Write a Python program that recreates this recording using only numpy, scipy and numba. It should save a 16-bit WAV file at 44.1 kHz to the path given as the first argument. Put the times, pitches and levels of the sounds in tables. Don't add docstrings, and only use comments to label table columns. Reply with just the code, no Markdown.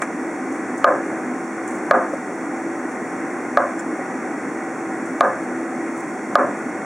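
import sys
import numpy as np
from scipy import signal
from scipy.fft import rfft, irfft, next_fast_len
from scipy.io import wavfile
from scipy.ndimage import minimum_filter1d, map_coordinates
from numba import njit

SR = 44100
rng = np.random.default_rng(int(sys.argv[2]) if len(sys.argv) > 2 else 0)


def inscribe(sig):
    pcm = np.round(np.clip(np.atleast_2d(sig).T, -1, 1) * 32767)
    wavfile.write(sys.argv[1], SR, pcm.astype(np.int16))


N = 302085
RING_N = SR // 2

# t/s, relative force/dB, relative overload click and crackle/dB
CHOPS = [(0.8436, -1.5, -9), (1.9104, -1, -8), (3.5720, -5.5, -12.5), (5.2078, -2.6, -7),
         (6.3544, -1.5, -6.5)]


def amp(db):
    return 10 ** (np.asarray(db) / 20)


def unit(x):
    return x / np.sqrt(np.mean(x ** 2) + 1e-20)


def along(points, hz):
    f, v = np.transpose(points)
    return np.interp(np.log(hz + 1), np.log(f), v)


def bumps(rows, hz):
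    return sum(db * np.exp(-2 * ((hz - centre) / width) ** 2) for centre, width, db in rows)


def wobble(rate):
    knots = rng.standard_normal(int(N * rate / SR) + 4)
    return map_coordinates(knots, [np.arange(N) * rate / SR])


def filtered(x, response):
    m = next_fast_len(N + SR // 2)
    spectrum = rfft(x, m) * response(np.fft.rfftfreq(m, 1 / SR))
    return irfft(spectrum, m)[..., :N]


def noise(colour):
    # f/Hz, correlation
    likeness = [(60, 1), (110, 0.94), (200, 1.0), (380, 0.99), (700, 0.98), (1290, 0.92), (2380, 0.88),
                (4400, 0.86), (8120, 0.54), (15000, 0.36)]

    def mid_side(hz):
        turn = np.arccos(np.clip(along(likeness, hz), -1, 1)) / 2
        return amp(colour(hz)) * [np.cos(turn), np.sin(turn)]

    mid, side = filtered(rng.standard_normal((2, N)), mid_side)
    return unit(np.array([mid + side, mid - side]))


def add(track, s, sound):
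    part = track[..., round(s * SR):][..., :sound.shape[-1]]
    part += sound[..., :part.shape[-1]]


def decay(s, t60):
    t = np.arange(N) / SR - s
    return (t >= 0) * amp(-60 * np.abs(t) / t60)


def swell(s, sigma_s):
    return np.exp(-.5 * ((np.arange(N) / SR - s) / sigma_s) ** 2)


def chops():
    # f/Hz, level/dB
    crackle_colour = [(60, -30), (300, -12), (2000, -1.5), (2750, -20), (3400, 5), (4200, -0.5), (4900, -7),
                      (5700, -6.5), (8500, -15), (14000, -24), (16000, -35)]
    crackle_db, crackle_t60_s = -16, 0.011
    out = np.zeros((2, N))
    overload_click = click(crackle_colour)
    bright_noise = noise(lambda hz: along(crackle_colour, hz))
    usual = surroundings()
    for s, force_db, overload_db in CHOPS:
        answer = (usual + surroundings()) / np.sqrt(2)
        knock = blow(amp(-3.5) * answer, contact_hz=2270)
        add(out, s, amp(force_db + 0.5) * knock)
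        add(out, s + .0005, amp(overload_db - 5.0) * overload_click)
        out += amp(overload_db + crackle_db) * decay(s, crackle_t60_s) * bright_noise.mean(0)
        out += amp(overload_db - 31.5) * decay(s, t60=0.1) * bright_noise
    return out


def click(colour, size=2048):
    log_spectrum = np.log(amp(along(colour, np.fft.rfftfreq(size, 1 / SR))))
    cepstrum = irfft(log_spectrum)
    pulse = irfft(np.exp(rfft(2 * cepstrum[:size // 2], size)))
    return pulse / np.abs(pulse).max()


def blow(answer, contact_hz):
    band = signal.butter(2, [230, contact_hz], 'band', fs=SR, output='sos')
    return signal.sosfilt(band, board(scatter_db=1.74) + answer)


def board(scatter_db):
    # f/Hz, level/dB, t60/s
    board_modes = [(568, 1.5, 0.075), (698.5, -0.5, 0.073), (865, -11.5, 0.12), (1072, -2, 0.064),
                   (1229, 3.5, 0.064), (1330, -18.5, 0.03), (1475, -16, 0.2), (1672, -2.5, 0.04),
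                   (2290, -13.5, 0.029)]
    t = np.arange(RING_N) / SR
    ring = np.zeros(RING_N)
    for k, (hz, db, t60) in enumerate(board_modes):
        level = amp(db + scatter_db * rng.normal() - 60 * t / t60)
        ring += (-1) ** k * level * np.cos(2 * np.pi * hz * t)
    return ring


def surroundings():
    shaken = amp(-19.0) * counter(build_s=0.028, scatter_db=-1)
    return shaken + amp(7) * kitchen(build_s=0.007, width=0.23)


def counter(build_s, scatter_db):
    # f/Hz, relative level/dB, t60/s
    counter_modes = [(408, 4, 0.36), (522, 12, 0.33), (545.5, 6, 0.32), (565, 11, 0.36), (594, 9, 0.37),
                     (693, 9, 0.33), (726, 1, 0.37), (1042, 9, 0.32), (1170, 5.5, 0.31), (1233, 7, 0.35),
                     (1292, -2, 0.48), (1470, -1.5, 0.35), (1574, -1, 0.31), (1704, -6, 0.76)]
    t = np.arange(RING_N) / SR
    ring = np.zeros(RING_N)
    for hz, db, t60 in counter_modes:
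        level = amp(db + scatter_db * rng.normal() - 60 * t / t60)
        ring += level * np.sin(2 * np.pi * (hz * t + rng.random()))
    return ring * (1 - np.exp(-(t / build_s) ** 2))


def kitchen(build_s, width):
    # f/Hz, relative level/dB, t60/s
    room_bands = [(100, -38, .35), (340, -15, 0.23), (450, -4.5, 0.39), (580, -1, 0.52), (700, 6, 0.38),
                  (830, -8.5, 0.54), (980, -2.5, 0.4), (1010, 3.5, 0.32), (1210, 1, 0.43), (1380, -3, 0.39),
                  (1750, -4.5, 0.52), (1820, -17.5, .35), (2120, -14, 0.29), (3040, -35, 0.22)]
    hz, t, z = signal.stft(rng.standard_normal((2, RING_N)), SR, nperseg=1024)
    band_hz, level, life = np.transpose(room_bands)
    db = np.interp(np.log(hz + 1), np.log(band_hz), level)[:, None]
    t60 = np.interp(np.log(hz + 1), np.log(band_hz), life)[:, None]
    z = z * amp(db - 60 * t / t60) * (hz < band_hz[-1])[:, None]
    mid, side = signal.istft(z, SR, nperseg=1024)[1][:, :RING_N]
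    gather = 1 - np.exp(-(np.arange(RING_N) / SR / build_s) ** 2)
    return gather * np.array([mid + width * side, mid - width * side])


def slices():
    # t/s, relative level/dB
    landings = [(1.127, -16), (2.134, -10.5), (2.292, -19), (3.99, -17.5), (5.515, -22)]
    pat_hz, pat_t60_s, pat_db = 552, 0.083, -7
    out = np.zeros((2, N))
    t = np.arange(RING_N) / SR
    damping = decay(0, t60=0.13)[:RING_N]
    rise = 1 - np.exp(-t / 0.0023)
    pat = amp(pat_db - 60 * t / pat_t60_s) * rise * np.sin(2 * np.pi * pat_hz * t)
    for s, db in landings:
        knock = damping * blow(amp(-2) * surroundings(), contact_hz=715)
        add(out, s, amp(db) * (pat + amp(-8.5) * knock))
    return out


def blade():
    # t/s, level/dB, t60/s
    bites = [(.515, -48, .6), (0.774, -38, 0.17), (1.672, -41, 0.63), (2.908, -42.5, 0.16), (5.05, -48, .3),
             (5.962, -45.5, 0.69)]
    # f/Hz, level/dB
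    rub_colour = [(100, -45), (500, -20), (2000, 6), (4500, -21), (6000, 6), (8000, 10), (10500, 2),
                  (12500, -34), (15500, -6)]
    # f/Hz, level/dB
    squeak_tones = [(1530, -27.5), (3350, -53), (5400, -46), (7230, -33)]
    # t/s, level/dB, t60/s
    ticks = [(.019, -15.5, 0.096)]
    # f/Hz, level/dB
    tick_colour = [(60, -45), (200, -22), (700, 3.5), (1300, 3), (2200, 0.5), (3000, -24), (4800, -40),
                   (6000, -16.5), (9500, -19), (12000, -54), (16000, -63)]
    bite_rise_s = 0.0056
    judder_hz, judder_db = 27, 3.5
    lift_after_s, lift_sigma_s, lift_db = .228, 0.013, -51
    squeak_s, squeak_sigma_s, squeak_rub_db = 3.799, .0065, -43.5

    t = np.arange(N) / SR
    grip = amp(3.8 * wobble(350))
    bite = np.zeros(N)
    for s, db, t60 in bites:
        rise = 1 - np.exp(-np.abs(t - s) / bite_rise_s)
        judder = amp(judder_db * np.sin(2 * np.pi * judder_hz * (t - s)))
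        bite += amp(db) * decay(s, t60) * rise * judder
    lift = amp(lift_db) * sum(swell(s + lift_after_s, lift_sigma_s) for s, *_ in CHOPS)
    stuck = swell(squeak_s, squeak_sigma_s)
    friction = unit(grip * noise(lambda hz: along(rub_colour, hz)))
    rub = (bite + lift + amp(squeak_rub_db) * stuck) * friction

    slip_s = np.cumsum(1 + 0.0043 * wobble(300)) / SR
    tones = sum(amp(db) * np.sin(2 * np.pi * hz * slip_s) for hz, db in squeak_tones)
    squeak = stuck * tones * unit(grip)

    tick_level = sum(amp(db) * decay(s, t60) for s, db, t60 in ticks)
    tick = tick_level * noise(lambda hz: along(tick_colour, hz))
    return rub + squeak + tick


def hood():
    # f/Hz, relative density/dB per Hz
    air_colour = [(20, -55), (65, -47), (95, -27.5), (125, -22), (170, -14.5), (230, -6.5), (300, 0.5),
                  (430, -9), (650, -11.5), (980, -14), (1500, -15), (2150, -17.5), (2500, -28), (2850, -43),
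                  (4000, -104)]
    # f/Hz, width/Hz, gain/dB
    duct_peaks = [(127.7, 13, 5.5), (171.4, 9.5, 4), (207, 10.3, 6), (252.1, 14.6, 7.5), (395.6, 3.8, 6.5),
                  (474, 16, 3), (758.3, 48, 8), (1065, 12, 6), (1438, 21, 5.5), (1525, 21, 4),
                  (1936, 17, 7.5)]
    # f/Hz, rms level/dB
    fan_tones = [(331.9, -36), (259.8, -49.5)]
    t = np.arange(N) / SR
    level = amp(-26.5 + 0.49 * wobble(4.033))
    air = level * noise(lambda hz: along(air_colour, hz) + bumps(duct_peaks, hz))
    tones = np.zeros(N)
    for hz, db in fan_tones:
        tone_level = amp(db + 2.5 * wobble(5)) * np.sqrt(2)
        tones += tone_level * np.sin(2 * np.pi * hz * t + .5 * wobble(4))
    return air + tones


def hiss():
    # f/Hz, relative density/dB per Hz
    hiss_colour = [(100, -13), (2800, -3), (3400, -7.5), (4400, -7.5), (5000, -15.5), (5500, 1),
                   (7500, 1.5), (9000, -1.5), (10300, -7), (11200, -16.5), (12000, -38), (13700, -30),
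                   (14700, -17), (15800, -15.5)]
    # f/Hz, width/Hz, gain/dB
    notches = [(3010, 150, -46), (4004, 330, -15), (5050, 110, -21)]
    return amp(-47.5) * noise(lambda hz: along(hiss_colour, hz) + bumps(notches, hz))


def scene():
    return chops() + slices() + blade() + hood() + hiss()


@njit
def follow(level, attack, release):
    out, held = np.zeros(len(level)), 0.
    for i in range(len(level)):
        held += (level[i] - held) * (attack if level[i] > held else release)
        out[i] = held
    return out


def limited(x, ceiling_db, attack_s, hold_s, release_s, ahead_s):
    over_db = np.maximum(20 * np.log10(np.abs(x).max(0) + 1e-9) - ceiling_db, 0)
    size = int(hold_s * SR) // 2 * 2 + 1
    held_db = -minimum_filter1d(-over_db, size, origin=size // 2 - int(ahead_s * SR))
    return x * amp(-follow(held_db, 1 / (attack_s * SR), 1 / (release_s * SR)))


def record(dry):
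    top_hz = 15950
    x = limited(dry, ceiling_db=1.0, attack_s=0.00012, hold_s=0.017, release_s=0.0063, ahead_s=0.00038)
    x = x / (1 + np.abs(x) ** 12) ** (1 / 12)
    x = signal.sosfilt(signal.butter(1, 65, 'high', fs=SR, output='sos'), x)
    return filtered(x, lambda hz: hz < top_hz)


dry = scene()
out = record(dry)
inscribe(out)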